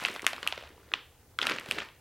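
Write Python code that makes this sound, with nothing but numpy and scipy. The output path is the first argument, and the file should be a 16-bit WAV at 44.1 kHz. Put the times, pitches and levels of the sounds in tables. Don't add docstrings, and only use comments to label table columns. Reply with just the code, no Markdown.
import sys
import numpy as np
from scipy import signal
from scipy.fft import rfft, irfft, next_fast_len
from scipy.io import wavfile

SR = 44100
rng = np.random.default_rng(int(sys.argv[2]) if len(sys.argv) > 2 else 0)


def to_wav(s):
    ch = np.atleast_2d(s).T
    pcm = np.round(np.clip(ch, -1, 1) * 32767)
    wavfile.write(sys.argv[1], SR, pcm.astype(np.int16))


N = 88288


def amp(db):
    return 10 ** (np.asarray(db) / 20)


def unit(x):
    return x / np.sqrt(np.mean(x ** 2) + 1e-20)


def along(points, hz):
    f, value = np.transpose(points)
    return np.interp(np.log(hz + 1), np.log(f + 1), value)


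def filtered(x, response):
    length = next_fast_len(N + SR // 2)
    hz = np.fft.rfftfreq(length, 1 / SR)
    return irfft(rfft(x, length) * response(hz), length)[..., :N]


def placed(start_s, rows):
    first = np.round(start_s * SR).astype(int)
    at = first[:, None] + np.arange(rows.shape[1])
    return np.bincount(at.ravel(), rows.ravel(), N + SR)[:N]


def pings(db, hz, cycles, size=512):
    turns = hz[:, None] * np.arange(size) / SR
    age = turns / (np.reshape(cycles, (-1, 1)) / 5)
    envelope = (np.e * age / 2) ** 2 * np.exp(-age)
    return amp(db)[:, None] * envelope * np.sin(2 * np.pi * turns)


def shivers(count, life_s):
    age = np.arange(512) / SR / life_s
    puff = rng.standard_normal((count, 512)) * np.sqrt(age) * np.exp(-age)
    return puff / np.linalg.norm(puff, axis=1, keepdims=True)


def band(db, rows, low_hz, top_hz):
    sos = signal.butter(3, [low_hz, top_hz], "band", fs=SR, output="sos")
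    kept = signal.sosfilt(sos, rows)
    click = signal.sosfilt(sos, signal.unit_impulse(512))
    even = click * np.linalg.norm(rows, axis=1, keepdims=True)
    mean_peak = np.abs(kept).max(axis=1).mean()
    return amp(db)[:, None] * np.array([kept, even]) / mean_peak


def snaps():
    # (t/s, ring level/dB, ring f/Hz, ring life/cycles,
    # thud level/dB, crack level/dB, flutter level/dB)
    creases = [(0.038, -32, 3010, 1.8, -60, -28, -28), (0.0502, -8, 2720, 2.63, -46, -37.5, -16),
               (0.0586, -25, 2650, 0.83, -66, -26, -31), (0.066, -41, 1850, 2.3, -55, -45, -27),
               (0.0851, -17, 1820, 1.3, -37, -34.5, -25.5), (0.141, -54, 1740, 2.0, -49, -36.5, -61),
               (0.15, -34.5, 2460, 6.7, -56, -33.5, -41), (0.1541, -45, 1480, 1.3, -38, -42, -43),
               (0.1616, -23.5, 1220, 1.4, -37.5, -40, -29), (0.1945, -26, 2200, 2.3, -43, -40, -35.5),
               (0.2045, -49, 1940, 1.6, -49, -55, -62.5), (0.2205, -38, 2870, 2.7, -67, -31, -56),
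               (0.2246, -37, 2350, 3, -59, -40, -45), (0.2291, -30, 1160, 0.78, -32.5, -47, -44),
               (0.2436, -28.5, 1200, 2.4, -34.5, -44, -32), (0.2496, -43, 2630, 2.8, -64, -37, -35),
               (0.2664, -2.5, 2330, 1.34, -35.5, -10.5, -18), (0.3315, -33, 1820, 2.1, -29, -34, -23.5),
               (0.363, -33, 2590, 2.3, -44.5, -41, -32), (0.3805, -32.5, 1160, 3, -63, -59, -36),
               (0.388, -38, 2200, 2.2, -50, -48, -60), (0.423, -44, 2540, 2.4, -56, -43, -43),
               (0.4297, -22, 2260, 0.7, -36.5, -34, -23.5), (0.4658, -22.5, 1250, 1.66, -54, -44, -32),
               (0.4748, -12.5, 2850, 4.6, -48, -16.5, -20), (0.5246, -16.5, 3030, 1.64, -31.5, -50, -23),
               (0.577, -43, 2170, 1.4, -32.5, -50, -30), (0.6105, -30, 1780, 0.67, -50, -49, -53),
               (0.625, -40, 2780, 3.1, -40, -47, -50.5), (0.6375, -33, 2370, 0.6, -42.5, -59, -49),
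               (0.6737, -43, 3050, 2.4, -52, -56, -57), (0.6908, -52, 2000, 1.8, -53, -46, -48),
               (0.7788, -46.5, 940, 2.7, -49, -67, -72), (0.8306, -51.5, 1340, 3.8, -63, -65, -64.5),
               (0.889, -48, 2700, 1.2, -65, -64, -52), (0.9176, -30, 1650, 1.9, -44, -55, -39),
               (0.9376, -11.5, 3000, 2.6, -42, -42, -16), (1.3877, -19, 1440, 3.6, -46, -29, -16),
               (1.4154, -14, 3100, 3.9, -47, -43, -21), (1.4235, -39, 2060, 1.9, -29.5, -35, -39),
               (1.4281, -15.5, 2210, 1.4, -42, -44, -17), (1.4468, -48, 1910, 1.4, -41, -50, -45),
               (1.454, -24.5, 1375, 3.7, -38, -44, -32), (1.4687, -11.5, 2580, 2.6, -30, -17, -13),
               (1.491, -25, 2200, 3.7, -33, -47, -28), (1.4958, -22, 2130, 1.5, -40, -27, -17),
               (1.51, -21, 1880, 1.1, -28, -37, -32), (1.513, -15, 1630, 0.96, -27, -42, -27),
               (1.519, -14.5, 1890, 0.77, -52, -39, -25), (1.5609, -30, 1510, 1.3, -37, -53, -52),
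               (1.585, -23.5, 2480, 2.4, -39, -52, -28.5), (1.598, -28.5, 2030, 1.3, -46, -32, -48),
               (1.6103, -34, 2100, 1.5, -51, -52, -36), (1.641, -45, 2270, 1.7, -58, -43, -51),
               (1.6604, -35, 1530, 1.3, -38, -40, -35.5), (1.6879, -30, 3180, 1.3, -43, -35.5, -38),
               (1.7004, -61, 2260, 1.9, -73, -54, -48.5), (1.7113, -14, 2730, 3.7, -35, -19, -19.5),
               (1.7209, -22, 2950, 3.1, -34, -29.5, -35), (1.7853, -15, 1820, 0.91, -34, -36, -24),
               (1.7887, -20.5, 2270, 1.5, -40, -38, -40), (1.8029, -24.5, 2950, 4.3, -50, -55, -47),
               (1.8197, -25.5, 1550, 0.82, -41, -56, -33), (1.823, -28, 1780, 1.3, -51, -56, -36),
               (1.85, -49, 2090, 3.5, -58, -45.5, -58), (1.8882, -34, 2700, 1.2, -64, -55, -54)]
    start_s, ring_db, ring_hz, ring_cycles, thud_db, crack_db, flutter_db = np.transpose(creases)
    count = len(start_s)

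    ring = pings(ring_db, ring_hz, ring_cycles)
    thud_hz = 573 * np.exp(0.23 * rng.standard_normal(count))
    thud = pings(thud_db, thud_hz, cycles=1.92)

    edge = signal.unit_impulse(512, idx=4) + shivers(count, life_s=0.00041)
    crack, even_crack = band(crack_db, edge, low_hz=4160, top_hz=12400)

    shiver = shivers(count, life_s=0.0014)
    flutter, even_flutter = band(flutter_db, shiver, low_hz=914, top_hz=4024)

    rows = ring + thud + crack + flutter
    direct = placed(start_s, rows) + reflections(start_s, rows)
    to_room_rings = placed(start_s, ring + even_crack)
    to_room_flutters = placed(start_s, thud + even_flutter)
    return np.array([direct, to_room_rings, to_room_flutters])


def reflections(start_s, rows):
    # (t/s, delay/s, level/dB)
    wall_answers = [(.27, 0.01, -12), (.47, .0106, -14), (.94, .0102, -27), (1.389, .0101, -19),
                    (1.469, 0.01, -12.5), (1.7, 0.0089, -24)]
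    # (delay/s, level/dB)
    near_answers = [(.0015, -17.5), (.0031, -23.5)]
    turn_s, delay_s, level_db = np.transpose(wall_answers)
    wall_delay_s = np.interp(start_s, turn_s, delay_s)
    wall_gain = amp(np.interp(start_s, turn_s, level_db))
    wall = placed(start_s + wall_delay_s, wall_gain[:, None] * rows)
    near = sum(amp(db) * placed(start_s + delay, rows) for delay, db in near_answers)
    top_hz = 4140
    return filtered(near + wall, lambda hz: 1 / (1 + 1j * hz / top_hz))


def grains(level, hz, spread, cycles, sizes_db, count):
    when_s = rng.random(count) * N / SR
    colour, size = rng.standard_normal((count, 2)).T
    pitch_hz = np.clip(hz * np.exp(spread * colour), 150, SR / 3)
    dense = unit(placed(when_s, pings(sizes_db * size, pitch_hz, cycles, size=768)))
    return dense * amp(np.interp(np.arange(N) / SR, *np.transpose(level)))


def fine_crackle():
    # (t/s, level/dB)
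    crackle_level = [(0, -39.5), (.1, -43), (.2, -55), (.4, -59), (.45, -48.5), (.65, -54), (.75, -65.5),
                     (.9, -66), (1.0, -69), (1.38, -74), (1.42, -38.5), (1.52, -37.5), (1.62, -54.5),
                     (1.7, -50), (1.8, -40.5), (1.88, -58.5), (2, -70.5)]
    # (t/s, level/dB)
    fizz_level = [(0, -53.5), (.17, -59), (.22, -66.5), (.45, -63), (.7, -73), (1.38, -75), (1.42, -55),
                  (1.52, -61.5), (1.64, -69.5), (1.72, -54.5), (1.82, -68), (1.9, -76), (2, -77)]
    crackle = grains(crackle_level, hz=2500, spread=0.42, cycles=2.4, sizes_db=3, count=3500)
    fizz = grains(fizz_level, hz=8500, spread=0.4, cycles=2.2, sizes_db=2, count=7000)
    return crackle + fizz


def shifting_contents():
    # (t/s, level/dB)
    contents_level = [(0.0, -55.5), (0.1, -43.5), (0.22, -65), (0.23, -53.5), (0.42, -57), (0.43, -52),
                      (0.9, -62.5), (0.93, -50.5), (1.04, -67.5), (1.38, -66.5), (1.39, -51.5),
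                      (1.52, -40.5), (1.63, -54.5), (1.79, -42.5), (1.88, -65), (2.0, -72)]
    return grains(contents_level, hz=396, spread=0.51, cycles=3.76, sizes_db=-0.5, count=600)


def dropping_pieces():
    # (t/s, level/dB, f/Hz)
    piece_drops = [(0.02, -40.5, 230), (1.506, -43.5, 216), (1.686, -40.5, 141)]
    start_s, db, hz = np.transpose(piece_drops)
    return placed(start_s, pings(db, hz, cycles=1.68, size=4096))


def bag():
    rustle = fine_crackle() + shifting_contents()
    drops = dropping_pieces()
    direct, rings, flutters = snaps()
    low_hz = 179
    film = filtered(np.array([direct + rustle, rings + rustle, flutters]),
                    lambda hz: (1j * hz / (low_hz + 1j * hz)) ** 2)
    return film[0] + drops, film[1] + drops, film[2]


def room(x):
    # (f/Hz, t60/s)
    decay_times = [(200, 0.9), (1000, 0.26), (3000, 0.42), (7000, .2), (14000, 0.31)]
    # (f/Hz, level/dB)
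    tail_colour = [(200, -23), (1000, 5.3), (3000, -4.67), (6000, 1), (14000, -3.5)]
    rise_s = 0.0042
    out, piece = np.zeros(N + SR), SR // 8
    for start in range(0, N, piece):
        hz, t, bins = signal.stft(rng.standard_normal(SR // 2), SR, nperseg=256)
        decay = amp(-60 * t / along(decay_times, hz)[:, None])
        tail = signal.istft(bins * decay, SR, nperseg=256)[1]
        tail = tail * (1 - np.exp(-np.arange(len(tail)) / SR / rise_s))
        wet = signal.fftconvolve(x[start:start + piece], tail / np.linalg.norm(tail))
        out[start:start + len(wet)] += wet
    return filtered(out[:N], lambda hz: amp(along(tail_colour, hz)))


def noise(spectrum, channels):
    white = rng.standard_normal((channels, N))
    return unit(filtered(white, lambda hz: amp(along(spectrum, hz))))


def hum():
    # (f/Hz, level/dB)
    hum_spectrum = [(15, -33), (25, 2), (130, 6), (184, -11), (406, -8), (525, -5), (575, -31),
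                    (654, -11.5), (814, -8), (2000, -25), (2600, -69.5), (4400, -120)]
    rumble_db, drone_db = -63, -67
    drone_hz, width_hz = 73.4, 5.7
    drone = filtered(rng.standard_normal(N), lambda hz: 1 / (1 + ((hz - drone_hz) / width_hz) ** 2))
    return amp(rumble_db) * noise(hum_spectrum, channels=1)[0] + amp(drone_db) * unit(drone)


def hiss():
    # (f/Hz, level/dB)
    hiss_spectrum = [(30, 28), (300, 21), (1000, 6), (6000, 15.5), (15000, 17), (15800, 21), (16100, -27)]
    return amp(-67) * noise(hiss_spectrum, channels=2)


def scene():
    direct, rings, flutters = bag()
    room_db = -10
    reverb = room(rings) + room(flutters)
    mid = direct + amp(room_db) * reverb + hum()
    return np.array([mid, mid])


def record(dry):
    top_hz = 16800
    return filtered(dry + hiss(), lambda hz: hz < top_hz)


dry = scene()
out = record(dry)
to_wav(out)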